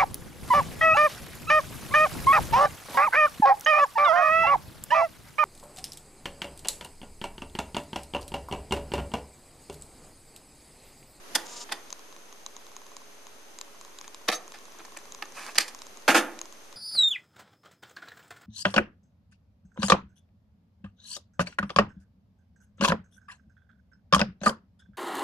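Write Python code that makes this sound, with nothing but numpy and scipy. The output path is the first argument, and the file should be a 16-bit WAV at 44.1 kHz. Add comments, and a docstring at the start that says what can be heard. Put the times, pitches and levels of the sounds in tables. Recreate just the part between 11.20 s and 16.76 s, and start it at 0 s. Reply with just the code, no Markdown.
"""A cassette deck in a quiet room: its keys are worked, the door springs open, the tape is slid out and
set down on the sheet-metal lid. Each knock is a noise rattle ringing the modes of the part struck.
The lens motor of a hand-held camera ticks and buzzes next to the microphones: gear clicks, housing thuds.
Behind lie the faint whirr of the deck motor (pulses ringing two modes), steady tones and filtered hiss."""
import sys
import numpy as np
from scipy import signal
from scipy.fft import rfft, irfft
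from scipy.io import wavfile
from scipy.ndimage import uniform_filter1d

SR = 44100
rng = np.random.default_rng(int(sys.argv[2]) if len(sys.argv) > 2 else 0)


def wrap_up_sound(samples):
    """Save the sound to the file named by the first command line argument, as 16-bit audio."""
    columns = np.atleast_2d(samples).T
    # keep every value between -1 and 1, then stretch to whole-number steps
    tamed = np.clip(columns, -1, 1)
    steps = np.round(tamed * 32767).astype(np.int16)
    wavfile.write(sys.argv[1], SR, steps)


def gain_from_db(level_db):
    """Convert decibel levels to linear amplitude factors (20 dB per decade)."""
    decades = np.asarray(level_db, float) / 20
    return 10 ** decades


N = 245195

# Knocks: (time [s], peak before pan and microphones [dB], treble setting [dB], rattle hold [s], dull rattle T60 [s])
KEY_KNOCKS = [(0.1445, -26.5, -18, .001, 0.21), (0.149, -9.5, 14.5, 0.0068, 0.025),
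              (0.488, -33, -31, .005, 0.049), (0.5125, -24, -8, 0.0011, 0.11),
              (0.519, -16.5, 9.5, 0.0012, 0.034)]
DOOR_KNOCKS = [(3.0772, -23, -15, 0.0015, 0.041), (3.082, -11, -1, 0.0043, 0.041),
               (3.0875, -9, -15, 0.0009, 0.018), (3.0985, -19.5, -5, 0.0018, 0.032),
               (3.115, -20, 4, 0.0033, 0.042), (3.1225, -18.5, -2, 0.0094, 0.05),
               (3.137, -24, 5, 0.005, 0.067), (3.148, -28, 18, 0.0067, 0.087)]
TAPE_KNOCKS = [(2.841, -33.5, 1, 0.0027, 0.06), (3.338, -31.5, -0.5, 0.0071, 0.13),
               (3.591, -34, -23, 0.013, 0.031), (3.649, -32, 1, 0.0013, 0.013),
               (3.765, -30.5, -41, 0.0065, 0.03), (3.771, -28, 34, 0.0008, 0.013),
               (4.0225, -20, -15, .001, 0.018), (4.263, -27.5, 10, .001, 0.055),
               (4.279, -33, -11, 0.00096, 0.028), (4.354, -23.5, 2, .01, 0.055),
               (4.378, -14.5, 2, 0.0015, 0.12), (4.3822, 1.5, 8, 0.00038, 0.013),
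               (4.404, -14, 4, 0.0046, 0.086), (4.479, -27, 13, 0.003, 0.072)]
LID_KNOCKS = [(4.8786, -4.5, -1.5, 0.012, 0.099), (4.902, -13.5, 7.5, 0.0018, 0.21),
              (4.9448, -5, 0, 0.011, 0.064), (4.96, -11, 7, 0.019, 0.13)]
# Modes of the struck parts: (frequency [Hz], width before damping factor [Hz], spectral height [dB])
KEY_MODES = [(990, 140, 4.5), (1710, 300, 1.5), (2480, 50, -39), (3560, 120, 1), (4800, 140, -6),
             (5000, 170, -5), (5720, 310, -5), (6850, 200, -21), (9200, 83, -30)]
DOOR_MODES = [(750, 136, 9), (1260, 114, 6), (1835, 62, -1), (2250, 670, -9), (3270, 190, -31),
              (3980, 310, -8.5), (4700, 130, -7), (5960, 430, -8)]
TAPE_MODES = [(831, 15, 1), (1305, 74, 3.5), (1790, 75, 0), (2030, 92, -17), (2640, 190, -3.5),
              (3070, 99, -7), (3620, 50, -7), (5100, 310, -2.5), (6100, 190, -6.5), (9500, 790, -10)]
LID_MODES = [(1080, 17, -6), (1300, 32, -14), (1437, 34, 3.5), (1720, 170, -2.5), (2270, 62, -9),
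             (2480, 95, -11), (2850, 400, -8), (3600, 280, -8.5), (4950, 910, -14.5), (6580, 150, -14)]
# Deck case, rung by every knock: (frequency [Hz], width [Hz], spectral height [dB])
CASE_MODES = [(213, 15, -27), (270, 38, -25), (336.8, 25.6, 13), (513.6, 4.7, 9), (586, 91, -9),
              (863, 127, 3)]
# Left-right likeness of contact noise: (frequency [Hz], correlation [-1..1])
CONTACT_LIKENESS = [(300, 1), (1400, 0.91), (3100, 0.99), (7000, 0.16)]
# Door spring: (level before swell [dB], frequency [Hz], T60 [s])
DOOR_SPRING = (-18.5, 6298, 0.083)
# Tape sliding in its guides: (time [s], level [dB], hiss trim against the rest [dB])
TAPE_SLIDE = [(4.14, -68, 12), (4.177, -37, -9.5), (4.199, -42.5, -4), (4.25, -45.5, -1.5),
              (4.298, -41, -11), (4.32, -67, 18), (4.336, -66, 4)]
# Clear lens motor steps: (time [s], snap peak before high-pass [dB])
LENS_STEPS = [(0.7041, -25), (0.727, -18), (0.7933, -31.5), (0.926, -32.5), (0.964, -31), (1.1265, -29.5),
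              (1.2633, -18), (1.3657, -26), (1.467, -32), (1.5655, -23.5), (1.6658, -32), (1.7668, -23),
              (2.0684, -27.5), (2.3875, -22), (2.4126, -18), (2.612, -28), (2.6492, -31), (2.7871, -25),
              (2.8125, -24.5), (2.8788, -24.5), (2.9458, -23.5), (3.279, -29), (3.3207, -28), (3.922, -23),
              (3.9476, -22.5), (4.3477, -26), (4.4843, -32), (4.548, -22.5), (4.5895, -31), (4.6189, -24),
              (4.6675, -30), (4.7723, -30), (4.8227, -34.5), (5.1906, -21), (5.2148, -16), (5.256, -29.5),
              (5.3253, -31), (5.5271, -28)]
# Faint even lens steps as the focus hunts: (first [s], until [s], interval [s], mean snap [dB], mean thud [dB])
FAINT_TRAINS = [(1.467, 1.84, .05005, -40, -43), (2.4793, 3.04, .06675, -46, -46),
                (3.3873, 4.15, .0668, -34, -45), (3.4145, 3.9, .0668, -47, -43)]
# Lens motor run: (time [s], snap peak before high-pass [dB])
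LENS_RUN = [(.24, -51), (.269, -26), (.273, -66), (.28, -32), (.306, -30.5), (.312, -30.5), (.335, -28),
            (.357, -33), (.367, -23.5), (.395, -31), (.416, -22.5), (0.442, -30.5)]
# Lens housing, thud first: (frequency [Hz], width [Hz], spectral height [dB])
HOUSING_MODES = [(1064, 154, 0), (2520, 93, 1), (3990, 137, 11.5), (5350, 410, 5.5), (6590, 430, 14),
                 (7130, 680, 7.5), (8600, 900, -40), (11700, 1200, -47)]
# Gears in a run: (frequency [Hz], width [Hz], spectral height before band-pass [dB])
RUN_MODES = [(3920, 440, -12), (5200, 380, -1), (5640, 680, -3), (6750, 1100, 5), (7200, 240, -3),
             (8800, 740, -2)]
# Deck motor contacts in one turn: (share of turn [0..1], mean relative level [dB])
MOTOR_CONTACTS = [(0.017, 5), (0.272, -10), (0.521, 5), (.6, 8), (0.773, 4)]
# Whirr as the hand and the open door shade or bare it: (time [s], upper mode rms [dB], lower mode rms [dB]),
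# both before the left-right offset
WHIRR_LEVEL = [(0, -83, -84), (.6, -63, -80), (3.1, -66.5, -86), (3.3, -68, -69), (4.1, -68, -60.5),
               (4.5, -64.5, -74), (5.56, -64, -79)]
# Whirr, upper then lower: (frequency [Hz], width of one ringing [Hz], height [dB])
WHIRR_MODES = [(6260, 240, 0), (6080, 180, 0)]
# Steady tones: (frequency [Hz], rms [dB])
STEADY_TONES = [(414.5, -69), (565, -69.5), (6202, -72)]
# Hiss spectrum: (frequency [Hz], relative density [dB])
HISS_SPECTRUM = [(35, -9.5), (60, -11.5), (126, -15.5), (226, -6), (403, -4), (849, -6.5), (976, -6),
                 (1380, -8), (1870, -10), (4420, -14), (6410, -13.5), (7900, -17), (12600, -20),
                 (14100, -29), (15500, -61)]
# Hiss level course: (time [s], gain [dB])
HISS_LIFT = [(0, -0.5), (.14, 5), (.6, 0.5), (1, -1.5), (3, -1), (4.5, 0.5), (5.56, -1)]
# Left-right likeness of hiss: (frequency [Hz], correlation [-1..1])
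HISS_LIKENESS = [(100, 0.16), (400, 0.46), (1400, 0.094), (6000, 0.13)]
# Room decay: (frequency [Hz], T60 [s])
ROOM_T60 = [(200, 0.56), (600, 0.53), (1400, 0.35), (3700, 0.21), (10000, 0.24)]


def unit_rms(x):
    """Scales to rms 1."""
    return x / np.sqrt(np.mean(x ** 2) + 1e-20)


def at_frequency(points, hz):
    """Interpolates a spectrum table on a log-frequency axis."""
    f, value = np.transpose(points)
    return np.interp(np.log(hz + 1), np.log(f + 1), value)


def add(mix, start_s, sound):
    """Mixes a sound in at start_s, cut at the end of the mix."""
    part = mix[..., round(start_s * SR):][..., :sound.shape[-1]]
    part += sound[..., :part.shape[-1]]


def colour(x, points):
    """Zero-phase filter with a smooth (frequency [Hz], gain [dB]) spectrum."""
    gain_db = at_frequency(points, np.fft.rfftfreq(x.shape[-1], 1 / SR))
    return irfft(rfft(x) * gain_from_db(gain_db), x.shape[-1])


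def ring(modes, seconds):
    """Sum of decaying sines; amplitude scales with width so that dB sets spectral height."""
    t = np.arange(round(seconds * SR)) / SR
    out = 0
    for hz, width_hz, db in modes:
        decay = np.exp(-np.pi * width_hz * t)
        out = out + gain_from_db(db) * width_hz * decay * np.sin(2 * np.pi * hz * t)
    return out


def noise_pair(size, likeness):
    """Two white noises whose correlation follows frequency."""
    a, b = rfft(rng.standard_normal((2, size)))
    c = np.clip(at_frequency(likeness, np.fft.rfftfreq(size, 1 / SR)), -1, 1)
    return irfft([a, c * a + np.sqrt(1 - c ** 2) * b], size)


def knocks(rows, modes, case_db, crack_db, grit_db, damping, rise_s, bass_db, crisp,
           after_db, after_t60_s, after_bass_db):
    """Rattles of uneven contacts crack, ring the part and boom the case; a dull shudder dies away after.
    crisp is the bass lost per dB of knock level [dB/dB]."""
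    lead_s, place_spread_db, sharp_fall = .01, 2.5, 1.15
    out = np.zeros((2, N))
    t = np.arange(12288) / SR - lead_s
    case = ring(CASE_MODES, .15)
    for start_s, peak_db, treble_db, hold_s, t60_s in rows:
        # each spot struck favours other modes
        place_db = place_spread_db * rng.standard_normal(len(modes))
        struck = [(hz, width_hz * damping, db + d) for (hz, width_hz, db), d in zip(modes, place_db)]
        part = ring(struck, .15)
        body = part / np.linalg.norm(part) + gain_from_db(case_db) * case / np.linalg.norm(case)
        body[0] += gain_from_db(crack_db)

        contacts = noise_pair(len(t), CONTACT_LIKENESS)
        contacts *= gain_from_db(grit_db * uniform_filter1d(rng.standard_normal(len(t)), 16))
        contacts *= np.clip(t / rise_s, 0, 1)
        late_s = np.maximum(t - rise_s - hold_s, 0)
        fall_db = -60 * late_s / t60_s
        low_db = bass_db - crisp * peak_db

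        dull_spectrum = [(140, low_db - 22.5), (330, low_db), (2000, 4.0), (4000, -6.5), (9000, -24.5)]
        dull = colour(contacts * gain_from_db(fall_db), dull_spectrum)
        # later contacts are softer, so duller: the treble falls faster
        sharp_spectrum = [(1500, -19.5), (4000, 0.37 * treble_db - 1.0), (7000, treble_db),
                          (15000, treble_db - 16.5)]
        sharp = colour(contacts * gain_from_db(sharp_fall * fall_db), sharp_spectrum)
        after_spectrum = [(140, after_bass_db - 1), (330, after_bass_db), (2000, 6), (4000, -10), (9000, -7)]
        after = colour(contacts * gain_from_db(after_db - 60 * late_s / after_t60_s), after_spectrum)

        sound = signal.fftconvolve(dull + sharp + after, body[None], axes=1)
        peak = np.sqrt((sound[:, :1400] ** 2).mean(0).max())
        add(out, start_s - lead_s, gain_from_db(peak_db) * sound / peak)
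    return out


def door_spring():
    """One thin mode that swells in and dies."""
    start_s, swell_s = 3.139, .012
    db, hz, t60_s = DOOR_SPRING
    t, out = np.arange(SR // 4) / SR, np.zeros(N)
    swell = (1 - np.exp(-t / swell_s)) ** 2
    add(out, start_s, gain_from_db(db - 60 * t / t60_s) * swell * np.sin(2 * np.pi * hz * t))
    return out


def tape_slide():
    """Dense, clumped grit under the stroke rings the tape shell, with rasp and hiss on top."""
    s, db, hiss_db = np.transpose(TAPE_SLIDE)
    t, out = np.arange(s[0], s[-1], 1 / SR), np.zeros((2, N))
    grit = noise_pair(len(t), CONTACT_LIKENESS)
    grit = grit * gain_from_db(1.5 * unit_rms(uniform_filter1d(rng.standard_normal(len(t)), 150)))
    shell = signal.fftconvolve(grit, ring(TAPE_MODES[:6], .05)[None], axes=1)[:, :len(t)]
    rasp = colour(grit, [(300, -28), (900, 0.5), (2500, -1.0), (4000, -23), (8000, -23)])
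    top = colour(grit, [(2000, -8), (5000, -0.5), (9000, -5), (14000, -17)])
    sound = 0.36 * unit_rms(shell) + 0.66 * unit_rms(rasp)
    sound = sound + gain_from_db(np.interp(t, s, hiss_db)) * unit_rms(top)
    add(out, s[0], gain_from_db(np.interp(t, s, db)) * sound)
    return out


def single_steps():
    """Clear steps, thud tied to snap, plus faint hunting steps: (time [s], snap [dB], thud [dB])."""
    thud_db, thud_slope = -25.5, 0.58
    slack_s, slack_db = .032, -6.5
    spread_db, clearance_s = 2.5, .008
    s, db = np.transpose(LENS_STEPS)
    # a step soon followed by another only takes up slack: weaker thud
    slack = np.diff(s, append=np.inf) < slack_s
    rows = list(zip(s, db, thud_db + thud_slope * db + slack_db * slack))
    chances = rng.standard_normal((len(FAINT_TRAINS), 32, 2))
    for (first_s, until_s, gap_s, faint_snap_db, faint_thud_db), chance in zip(FAINT_TRAINS, chances):
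        for at_s, (a, b) in zip(np.arange(first_s, until_s, gap_s), spread_db * chance):
            if abs(s - at_s).min() > clearance_s:
                rows.append((at_s, faint_snap_db + a, faint_thud_db + b / 2))
    return rows


def lens_motor():
    """Each step is a millisecond of gear chatter and a housing thud; a run is like steps in quick train."""
    steps_per_s, first_step_s = 240.0, .2598
    run_loose, single_loose = .065, .12
    run_thud_db, rasp_db = -16, -23  # against the run's snap
    snaps, thuds = np.zeros((2, 2, N))
    s, db = np.transpose(LENS_RUN)

    snap = ring(HOUSING_MODES[1:], .008)
    run_gears = ring(RUN_MODES, .008)
    thud = ring(HOUSING_MODES[:1], 0.02)
    run_band = signal.butter(4, [2200, 8500], "band", fs=SR, output="sos")
    run_gears = signal.sosfilt(run_band, run_gears)
    snap[0] += 1.04 * abs(snap).max()  # bare crack at the front
    thud = np.convolve(thud, ring([(HOUSING_MODES[0][0], 900, 0)], .003))  # soft start
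    # a run damps the housing: broad low resonance
    low = ring([(1070, 540, 0)], .004)
    run_thud = np.convolve(low, low)

    every = []
    for at_s in first_step_s + np.arange(-5, 44) / steps_per_s:
        snap_db = np.interp(at_s, s, db)
        every.append((at_s, snap_db, snap_db + run_thud_db, run_loose, run_gears, run_thud))
    every += [(*step, single_loose, snap, thud) for step in single_steps()]

    chances = rng.standard_normal((len(every), 2, 64))
    for (at_s, snap_db, thud_db, loose, gears, boom), chance in zip(every, chances):
        chatter = loose * (chance[0] + chance) * signal.windows.hann(64)
        chatter[:, 24] += 1.3  # main contact
        click = signal.fftconvolve(chatter, gears[None], axes=1)
        add(snaps, at_s - .0003, gain_from_db(snap_db) * click / abs(click).max())
        add(thuds, at_s, gain_from_db(thud_db) * np.outer([.9, 1.1], boom) / abs(boom).max())

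    # gear hiss between the steps of the run
    t = np.arange(s[0], s[-1], 1 / SR)
    rasp = noise_pair(len(t), CONTACT_LIKENESS)
    rasp = signal.fftconvolve(rasp, run_gears[None], axes=1)[:, :len(t)]
    add(snaps, s[0], gain_from_db(rasp_db + np.interp(t, s, db)) * unit_rms(rasp))
    high_pass = signal.butter(2, 2200, "high", fs=SR, output="sos")
    return signal.sosfilt(high_pass, snaps) + thuds


def deck_motor():
    """The same brush contacts recur every turn and ring two high modes; a few faint steady tones."""
    turns_per_s, spread_db = 28.05, 0.57
    contacts, t = np.zeros(N), np.arange(N) / SR
    for share, db in MOTOR_CONTACTS:
        at = ((np.arange(155) + share) / turns_per_s * SR).astype(int)
        contacts[at] = gain_from_db(db + spread_db * rng.standard_normal(len(at)))
    s, *levels_db = np.transpose(WHIRR_LEVEL)
    whirr = np.zeros(N)
    for level_db, mode in zip(levels_db, WHIRR_MODES):
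        once = ring([mode], .01)
        rung = signal.oaconvolve(contacts, np.convolve(once, once))[:N]  # rung twice: soft start
        whirr += gain_from_db(np.interp(t, s, level_db)) * unit_rms(rung)
    tones = np.zeros(N)
    for hz, db in STEADY_TONES:
        tones += gain_from_db(db) * np.sqrt(2) * np.sin(2 * np.pi * (hz * t + rng.random()))
    return whirr * gain_from_db([[1.5], [-1.5]]) + tones


def hiss():
    """Room air and microphone noise, shaped in spectrum and level; loudest about the first key knocks."""
    base_db = -51
    s, lift_db = np.transpose(HISS_LIFT)
    noise = unit_rms(colour(noise_pair(N, HISS_LIKENESS), HISS_SPECTRUM))
    return noise * gain_from_db(base_db + np.interp(np.arange(N) / SR, s, lift_db))


def room(x):
    """Reverberation: sparse random-sign taps, one in every 20 samples, each band with its own decay."""
    taps = np.zeros((2, SR // 2))
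    at = np.arange(200, SR // 2 - 20, 20) + rng.integers(0, 20, (2, (SR // 2 - 201) // 20))
    np.put_along_axis(taps, at, rng.choice([-1., 1.], at.shape), 1)
    taps[1] = 0.82 * taps[0] + 0.57 * taps[1]
    hz, t, z = signal.stft(taps, SR, nperseg=256)
    decay_db = -60 * t / at_frequency(ROOM_T60, hz)[:, None]
    tail = signal.istft(z * gain_from_db(decay_db), SR, nperseg=256)[1]
    return signal.fftconvolve(x[None], tail / np.linalg.norm(tail[0]), axes=1)[:, :N]


def scene():
    """Deck slightly right with reverberation, lens slightly left, over deck motor and hiss."""
    mic_low_hz, mic_high_hz, room_db = 191, 13060, -13
    deck = knocks(KEY_KNOCKS, KEY_MODES, case_db=2.0, crack_db=-0.5, grit_db=7.5, damping=3.4,
                  rise_s=0.0043, bass_db=-45, crisp=0.95,
                  after_db=-20, after_t60_s=0.27, after_bass_db=-5.5)
    deck += knocks(DOOR_KNOCKS, DOOR_MODES, case_db=-13, crack_db=-2, grit_db=9, damping=1.0,
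                   rise_s=0.0011, bass_db=-41.5, crisp=0.17,
                   after_db=-28.5, after_t60_s=0.073, after_bass_db=3)
    deck += knocks(TAPE_KNOCKS, TAPE_MODES, case_db=-1.5, crack_db=5.5, grit_db=19.5, damping=2.1,
                   rise_s=0.0014, bass_db=-54, crisp=1.43,
                   after_db=-22.5, after_t60_s=0.13, after_bass_db=-6.5)
    deck += knocks(LID_KNOCKS, LID_MODES, case_db=0.0, crack_db=3.5, grit_db=6.5, damping=1.67,
                   rise_s=0.001, bass_db=-3.5, crisp=0.13,
                   after_db=-17.5, after_t60_s=0.55, after_bass_db=2.5)
    deck += door_spring() + tape_slide()
    deck += gain_from_db(room_db) * room(deck.mean(0))
    events = deck * gain_from_db([[-.7], [.7]]) + lens_motor() * gain_from_db([[.3], [-.3]])
    # small microphones pass neither deep bass nor top treble
    mic_band = signal.butter(7, [mic_low_hz, mic_high_hz], "band", fs=SR, output="sos")
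    return signal.sosfilt(mic_band, events) + deck_motor() + hiss()


def top_cut(x):
    """Nothing passes above the cut-off."""
    return signal.sosfilt(signal.butter(12, 16640, fs=SR, output="sos"), x)


def record(dry):
    """Microphone chain: narrow partial dip, soft rounding of the highest peaks, small offset."""
    notch_hz, notch_width_hz = 7870, 300
    ceiling, offset = .95, .0027
    notched = signal.lfilter(*signal.iirnotch(notch_hz, notch_hz / notch_width_hz, SR), dry)
    dipped = .8 * notched + .2 * dry
    mix = ceiling * np.tanh(dipped / ceiling) + offset
    return top_cut(mix)


dry = scene()
out = record(dry)
wrap_up_sound(out)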